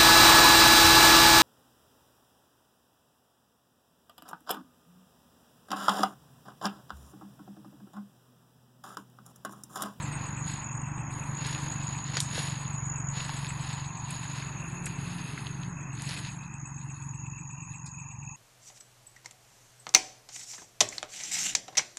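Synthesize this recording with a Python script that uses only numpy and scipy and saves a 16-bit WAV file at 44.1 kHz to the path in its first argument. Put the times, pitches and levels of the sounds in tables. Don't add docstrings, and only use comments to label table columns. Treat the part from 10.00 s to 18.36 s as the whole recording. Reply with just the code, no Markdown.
import sys
import numpy as np
from scipy import signal
from scipy.fft import rfft, irfft, next_fast_len
from scipy.io import wavfile
from scipy.ndimage import uniform_filter1d, map_coordinates

SR = 44100
rng = np.random.default_rng(int(sys.argv[2]) if len(sys.argv) > 2 else 0)


def dump_mix(stems):
    frames = np.atleast_2d(stems).T
    limited = np.clip(frames, -1, 1)
    pcm = np.round(limited * 32767).astype(np.int16)
    wavfile.write(sys.argv[1], SR, pcm)


N = 368676
TIME = np.arange(N) / SR

# t/s, level/dB
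CHIRP_TRAIL = [(0, 13), (1, -4), (2, -4), (4.5, -15), (6.5, -8), (7.0, -24), (8.36, -20)]


def amp(db):
    return 10 ** (np.asarray(db) / 20)


def unit(x):
    return x / np.sqrt(np.mean(x ** 2) + 1e-20)


def curves(rows):
    s, *columns = np.transpose(rows)
    return [np.interp(TIME, s, c) for c in columns]


def add(mix, s, sound):
    part = mix[max(round(s * SR), 0):][:len(sound)]
    part += sound[:len(part)]


def drift(per_s):
    knots = rng.standard_normal(4000)
    return unit(map_coordinates(knots, [TIME * per_s], order=2, mode="wrap"))


def colour(x, points):
    hz, db = np.transpose(points)
    size = next_fast_len(N + 8192)
    grid = np.fft.rfftfreq(size, 1 / SR)
    gain = amp(np.interp(np.log(grid + 1), np.log(hz), db))
    return unit(irfft(rfft(x, size) * gain, size)[:N])


def band(x, hz, spread, order=2):
    edges = [hz / spread, hz * spread]
    return signal.sosfilt(signal.butter(order, edges, "band", fs=SR, output="sos"), x)


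def foliage(x, wet_db, t60):
    t = TIME[:SR // 2]
    sparse = rng.random(len(t)) < 1 / 20
    taps = rng.standard_normal(len(t)) * sparse * np.exp(-np.log(1000) * t / t60)
    echoes = signal.oaconvolve(x, taps / np.linalg.norm(taps))[:N]
    return x + amp(wet_db) * echoes


def stroke(hz, length, glide):
    along = np.linspace(0, 1, int(length * SR))
    turns = np.cumsum(hz * (1 + glide * (along - .5))) / SR
    return np.sqrt(2) * np.sin(np.pi * along) ** 2 * np.sin(2 * np.pi * turns)


def trill(per_s, hz, duty, sweep, uneven_db):
    scatter_hz = 38
    strokes = np.cumsum(per_s * (1 + 0.04 * drift(12))) / SR + rng.random()
    along = np.minimum(strokes % 1 / duty, 1)
    which = strokes.astype(int)
    strength, detune = np.clip(rng.standard_normal((2000, 2)), -2, 2)[which].T
    pitch = hz * (1 + sweep * (.5 - along) + 0.004 * drift(60)) + scatter_hz * detune
    turns = np.cumsum(pitch) / SR + rng.random(2000)[which]
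    swell = np.sin(np.pi * along) ** 2
    return unit(amp(uneven_db * strength) * swell * np.sin(2 * np.pi * turns))


def wash(roar_db=1.5, haze_db=3, quiet_db=-66):
    # t/s, far roar level/dB, broad haze level/dB
    wash_level = [(0, -46.5, -47), (0.8, -46.5, -51), (1.65, -46.5, -47), (2.1, -47, -52.5),
                  (3.3, -46.5, -49.5), (4.15, -45.5, -54.5), (4.4, -51.5, -49.5), (6.3, -53, -54),
                  (7.2, -54, -59.5), (8.36, -53, -62)]
    # f/Hz, level/dB
    roar_colour = [(20, -23), (150, 5.5), (330, -20), (520, -35), (700, -11), (930, 0), (1100, -3),
                   (1350, -22), (2000, -27), (3200, -37), (6000, -59)]
    # f/Hz, level/dB
    haze_colour = [(100, 2.5), (300, -7), (480, -5.5), (750, -3.5), (1250, 0), (1800, -2), (2400, -6.5),
                   (2900, -13.5), (3600, -23), (6000, -44), (12000, -27)]
    # f/Hz, level/dB
    quiet_colour = [(100, 28.5), (3000, -29.5), (5000, 22), (8000, 19.5), (10500, -14), (12000, -12)]
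    roar, haze = curves(wash_level)
    roar_noise, haze_noise, quiet_noise = rng.standard_normal((3, N))
    far = amp(roar + roar_db + 0.32 * drift(25)) * colour(roar_noise, roar_colour)
    broad = amp(haze + haze_db + 0.52 * drift(40)) * colour(haze_noise, haze_colour)
    return far + broad + amp(quiet_db) * colour(quiet_noise, quiet_colour)


def engine(first_firing=0.0056):
    # t/s, firing rate f/Hz
    idle = [(0, 24.3), (2.75, 23.17), (5.5, 23.11), (8.36, 23.16)]
    # t/s, exhaust level/dB, body rattle level/dB
    engine_level = [(0, -37.5, -49.5), (2.3, -37.5, -51.5), (2.7, -37.5, -56), (3.5, -37.5, -56),
                    (4.3, -40, -57.5), (5.2, -39, -54.5), (6.05, -39.5, -54), (6.45, -44, -59),
                    (7.3, -40.5, -58.5), (7.7, -44.5, -63.5), (8.36, -44.5, -65.5)]
    # f/Hz, level/dB
    muffler = [(23, -43), (46, -50), (70, -12), (93, -13), (117, -3), (140, 1.5), (163, -5), (190, -20),
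               (240, -52.5), (330, -35), (600, -84.5)]
    # f/Hz, level/dB
    rattle_colour = [(120, -43), (200, 4.5), (250, -1.5), (305, 2.5), (350, -10), (420, -32), (520, -21),
                     (900, -62)]
    # multiple of the beat rate, relative level/dB
    partials = [(5, 11), (6, 1), (7, -0.5), (8, -4.5), (9, -7), (10, -4.5), (11, -6), (12, -8.5)]
    drone_db, drone_swell_db, drone_at_s, drone_width_s = -66.5, 12, 5.08, 1.16

    exhaust_db, rattle_db = curves(engine_level)
    turns = np.cumsum(curves(idle)[0]) / SR - first_firing * idle[0][1]
    at = np.flatnonzero(np.diff(np.floor(turns)) > 0)
    late, force = rng.standard_normal((len(at), 2)).T
    puffs = np.zeros(N)
    puffs[np.clip(at + (.0004 * late * SR).astype(int), 0, N - 1)] = 1 + .17 * force
    gas, shake = rng.standard_normal((2, N))
    boom = colour(unit(puffs) + .42 * gas, muffler)
    rattle = colour(.5 * unit(puffs) + shake, rattle_colour)

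    beats = 3 * turns / 2
    drone = np.zeros(N)
    for multiple, db in partials:
        phase = 2 * np.pi * (multiple * beats + rng.random()) + 0.75 * drift(10)
        drone += amp(db + 3.35 * drift(6)) * np.sin(phase)
    swell_db = drone_swell_db * np.exp(-((TIME - drone_at_s) / drone_width_s) ** 2)
    return amp(exhaust_db + 0.96) * boom + amp(rattle_db + 2.0) * rattle + amp(drone_db + swell_db) * drone


def low_trill(flutter_db=2.5):
    # t/s, level/dB
    low_level = [(0, -53.5), (1, -56), (3, -57), (5, -53), (6.5, -56.5), (8.36, -55.5)]
    near = trill(58.5, 2520, duty=.6, sweep=.06, uneven_db=3)
    far = trill(41, 2670, duty=.7, sweep=.08, uneven_db=3)
    both = near * amp(flutter_db * drift(18)) + 0.72 * far * amp(flutter_db * drift(18))
    return amp(curves(low_level)[0]) * unit(foliage(both, wet_db=-2.5, t60=0.3))


def chorus(loud_hz=6830, length=0.0051):
    # t/s, level/dB
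    near_level = [(0, -48.5), (0.48, -39.5), (1.02, -51.5), (1.2, -41.5), (2.75, -41.5), (3.0, -37),
                  (3.4, -47.5), (4.15, -44.5), (4.85, -50.5), (5.5, -61), (6.05, -47), (6.42, -55.5),
                  (7.15, -48.5), (8.36, -47)]
    # wing strokes/Hz, pitch f/Hz, level/dB relative to each other
    near_singers = [(52.06, 6790, -7), (47.5, 6800, -8), (35.05, 6730, -14.5)]
    # wing strokes/Hz, pitch f/Hz, level/dB before echoes
    far_singers = [(58.26, 6660, -56), (42, 6500, -60.5), (54.2, 6340, -67.5)]
    # t/s at mid-stroke, level/dB
    loud_strokes = [(.67, -34), (0.689, -33.5), (.72, -39), (.778, -37), (1.881, -33), (2.079, -36),
                    (2.68, -32), (2.9, -37), (2.96, -32.5), (3.017, -36), (3.088, -30.5), (6.541, -39),
                    (7.832, -43)]
    near, far = np.zeros((2, N))
    for per_s, hz, db in near_singers:
        near += amp(db) * trill(per_s, hz, duty=.72, sweep=.012, uneven_db=3.2)
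    for per_s, hz, db in far_singers:
        far += amp(db) * trill(per_s, hz, duty=.7, sweep=.03, uneven_db=4.5)
    near = foliage(near, wet_db=-5, t60=.1) * amp(1.2 * drift(14))
    out = amp(curves(near_level)[0] - 2.5) * unit(near) + foliage(far, wet_db=-2.0, t60=0.16)
    for s, db in loud_strokes:
        add(out, s - length / 2, amp(db) * stroke(loud_hz, length, glide=-0.0073))
    return out


def neighbours(level_db=-57, spread_db=5.0, count=64):
    out, trail = np.zeros(N), curves(CHIRP_TRAIL)[0]
    for when, pitch, size in rng.random((count, 3)):
        hz = 7200 + 1400 * pitch
        db = level_db + trail[int(when * N)] / 2 + spread_db * (2 * size - 1)
        add(out, when * N / SR, amp(db) * stroke(hz, length=0.033, glide=0.013))
    return foliage(out, wet_db=-6, t60=.18)


def chirper(length=0.019, trail_db=-6, glide=0.011, echo_db=-10, rasp_db=-62):
    # first chirp t/s, end t/s
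    runs = [(0.014, 2.0), (2.364, 3.15), (3.243, 4.03), (4.106, 5.3), (5.808, 8.3)]
    # t/s, level/dB
    chirp_level = [(0, -50), (0.38, -55.5), (0.62, -61), (1.3, -62), (1.8, -58.5), (3.1, -58.5),
                   (3.45, -50), (3.95, -59), (4.4, -63), (4.95, -64), (5.4, -86), (6.1, -50), (6.42, -69),
                   (6.64, -54.5), (6.78, -60), (7.55, -60), (7.85, -54.5), (8.36, -68)]
    every_s, chirp_hz, scatter_hz, uneven_db = .1213, 7690, 50, 1.2
    # f/Hz, level/dB
    scrape_colour = [(1900, -35), (2350, -5), (2600, 0), (3050, -24), (3700, -22), (4600, -33), (9000, -45)]

    whistle, scrape = np.zeros((2, N))
    level, trail = curves(chirp_level)[0], curves(CHIRP_TRAIL)[0]
    times = np.concatenate([np.arange(first, end, every_s) for first, end in runs])
    for s in times[times < TIME[-1]]:
        force, detune, grip = rng.standard_normal(3)
        after = amp(trail[int(s * SR)])
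        size = 2.75 * amp(level[int(s * SR)] + uneven_db * force)
        size /= np.sqrt(1 + 2 * after ** 2)
        hz = chirp_hz + scatter_hz * detune
        add(whistle, s - .004, size * stroke(hz, length, glide))
        add(whistle, s + .013, amp(echo_db) * size * stroke(hz, length, glide))
        for late, higher in rng.random((9, 2)):
            trailing = stroke(hz * (.96 + .18 * higher), length, glide)
            add(whistle, s + 0.03 * late - .008, amp(trail_db) * size * after * trailing)
        add(scrape, s - .016, amp(3 * grip) * np.hanning(int(.036 * SR)))
    rasp = colour(scrape * rng.standard_normal(N), scrape_colour)
    return foliage(whistle, wet_db=-7, t60=.2) + amp(rasp_db) * rasp


def pushing():
    # t/s at full strength, rise/s, hold/s, settle/s, crushing level/dB, dry brushing level/dB
    pushes = [(0.0, 0.056, 0.018, .45, -53, -62), (0.22, 0.11, .02, 0.2, -55.5, -67),
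              (0.489, 0.076, 0.025, .17, -48, -58.5), (0.8, .2, .15, .15, -72.5, -89),
              (1.124, .04, 0.16, .3, -64.5, -63.5), (1.469, 0.16, 0.025, 0.38, -44.5, -54.5),
              (1.617, .15, 0.044, 0.2, -60, -60), (1.905, 0.39, 0.023, .3, -52, -64),
              (2.163, 0.2, 0.035, 0.12, -44, -56), (2.363, 0.12, .02, 0.36, -40.5, -49),
              (2.433, .12, .02, 0.12, -62, -49), (2.85, .2, 0.11, 0.33, -73, -78),
              (3.172, 0.062, 0.045, 0.33, -46, -58), (3.345, .2, 0.032, 0.51, -51.5, -55),
              (3.71, .33, 0.025, 0.29, -46.5, -60), (4.12, .2, 0.036, 0.55, -50, -57.5),
              (4.382, .15, 0.016, .22, -50, -61), (4.684, .22, .03, 0.38, -63, -63),
              (4.86, 0.061, .03, 0.27, -56.5, -59.5), (5.018, 0.079, 0.39, 0.43, -55, -59),
              (5.62, .15, 0.044, .12, -61.5, -71), (5.99, 0.08, .04, .25, -53, -61),
              (6.1, 0.12, 0.016, 0.28, -44.5, -50.5), (6.256, 0.26, .03, .1, -51, -74),
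              (6.797, 0.25, 0.021, .2, -66.5, -75), (7.02, 0.39, .03, 0.21, -66, -67.5),
              (7.712, .08, .02, .1, -66, -68.5)]
    swell_db = 21
    stir_crush_db, stir_brush_db = -86, -78
    crush, brush = amp(stir_crush_db) ** 2, amp(stir_brush_db) ** 2
    for s, rise, hold, settle, crush_db, brush_db in pushes:
        away = np.maximum((s - TIME) / rise, 0) + np.maximum((TIME - s - hold) / settle, 0)
        power = amp(-swell_db * np.minimum(away, 10)) ** 2
        crush = crush + amp(crush_db) ** 2 * power
        brush = brush + amp(brush_db) ** 2 * power
    return np.sqrt(crush), np.sqrt(brush)


def crackle(per_s, spread_db, slide):
    size = amp(spread_db * np.minimum(rng.exponential(1, N), 3)) * rng.choice([-1, 1], N)
    ticks = unit(size * (rng.random(N) < per_s / SR))
    clumps = amp(1.5 * drift(130) + 1.1 * drift(30))
    return (ticks + slide * rng.standard_normal(N)) * clumps


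def leaves(crush_db=3.0, brush_db=3.5):
    # f/Hz, level/dB
    crush_colour = [(150, -5.5), (350, -3.5), (550, -5.5), (1000, -9.5), (1800, 2), (3000, -1.5),
                    (4300, 1.5), (5200, -5), (6000, -3.5), (8000, -14.5), (11000, -48)]
    # f/Hz, level/dB
    brush_colour = [(2000, -4), (5000, -2), (6000, -20), (7300, -8), (8500, -3), (10000, 7), (11000, 0.5),
                    (12000, -9.5)]
    crush, brush = pushing()
    coarse = crackle(per_s=1500, spread_db=5, slide=.65)
    fine = crackle(per_s=3000, spread_db=4, slide=.8)
    crushed = foliage(colour(coarse, crush_colour), wet_db=-8.5, t60=0.076)
    brushed = colour(fine + 0.28 * coarse, brush_colour)
    return amp(crush_db) * crush * crushed + amp(brush_db) * brush * brushed


def twigs(spread=1.26):
    # t/s, level/dB before a 4
    # dB lift, centre f/Hz, t60/s
    snaps = [(1.467, -38, 7660, 0.016), (1.549, -34.5, 3000, 0.0088), (2.1696, -22.5, 1180, 0.0048),
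             (2.170, -36, 477, 0.018), (2.170, -21.5, 5600, 0.0053), (2.2034, -21, 4080, 0.0051),
             (2.203, -28, 7760, 0.039), (2.225, -43.5, 7200, 0.2), (2.378, -34, 555, 0.025),
             (2.653, -43, 3070, 0.01), (3.204, -33.5, 2860, 0.012), (3.293, -31.5, 940, 0.017),
             (3.4469, -31.5, 2200, 0.0046), (3.468, -32.5, 4000, 0.0041), (3.505, -36, 1730, 0.01),
             (4.106, -37, 8500, 0.024), (4.4244, -38, 2450, .015), (4.8574, -36, 7900, 0.053),
             (4.866, -38, 1900, 0.039), (5.3765, -36, 1750, 0.026), (5.4687, -32.5, 3300, 0.0084),
             (5.6335, -40.5, 3780, 0.0091), (6.0205, -36, 8100, 0.013), (6.091, -36.5, 5050, .02),
             (6.433, -57, 4000, 0.045), (7.861, -47, 7900, 0.03), (7.862, -52.5, 5200, 0.15)]
    out, t = np.zeros(N), TIME[:SR // 5]
    for s, db, hz, t60 in snaps:
        fibres = rng.standard_normal(len(t))
        fade = np.exp(-np.log(1000) * t / t60)
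        burst = (unit(band(fibres, hz, spread)) + .1 * fibres) * fade
        burst *= np.linalg.norm(fade) / np.linalg.norm(burst)
        add(out, s, amp(db + 4) * burst)
    return foliage(out, wet_db=-11, t60=.1)


def scene():
    background = wash() + engine() + low_trill() + chorus()
    return (background + neighbours() + chirper() + leaves() + twigs())[None]


def record(dry, depth_db=12, knee_db=3.0, top_hz=11750):
    # f/Hz, level/dB
    threshold = [(200, -65), (500, -70.5), (900, -71.5), (2000, -80.5), (2600, -67.5), (3200, -84),
                 (5000, -80.5), (5900, -67), (7500, -93.5), (10000, -89.5)]
    hz, _, z = signal.stft(dry[0], SR, nperseg=1024, noverlap=768)
    power = uniform_filter1d(uniform_filter1d(abs(z) ** 2, size=5, axis=0), size=5, axis=1)
    at_hz, limit_db = np.transpose(threshold)
    over_db = 10 * np.log10(abs(power) + 1e-16) - np.interp(hz, at_hz, limit_db)[:, None]
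    z = z * amp(-depth_db * (1 - np.tanh(over_db / knee_db)) / 2)
    gated = signal.istft(z, SR, nperseg=1024, noverlap=768)[1][:N]
    low_pass = signal.firwin(161, top_hz, window=("kaiser", 9), fs=SR)
    return signal.oaconvolve(gated, low_pass, "same")[None]


dry = scene()
out = record(dry)
dump_mix(out)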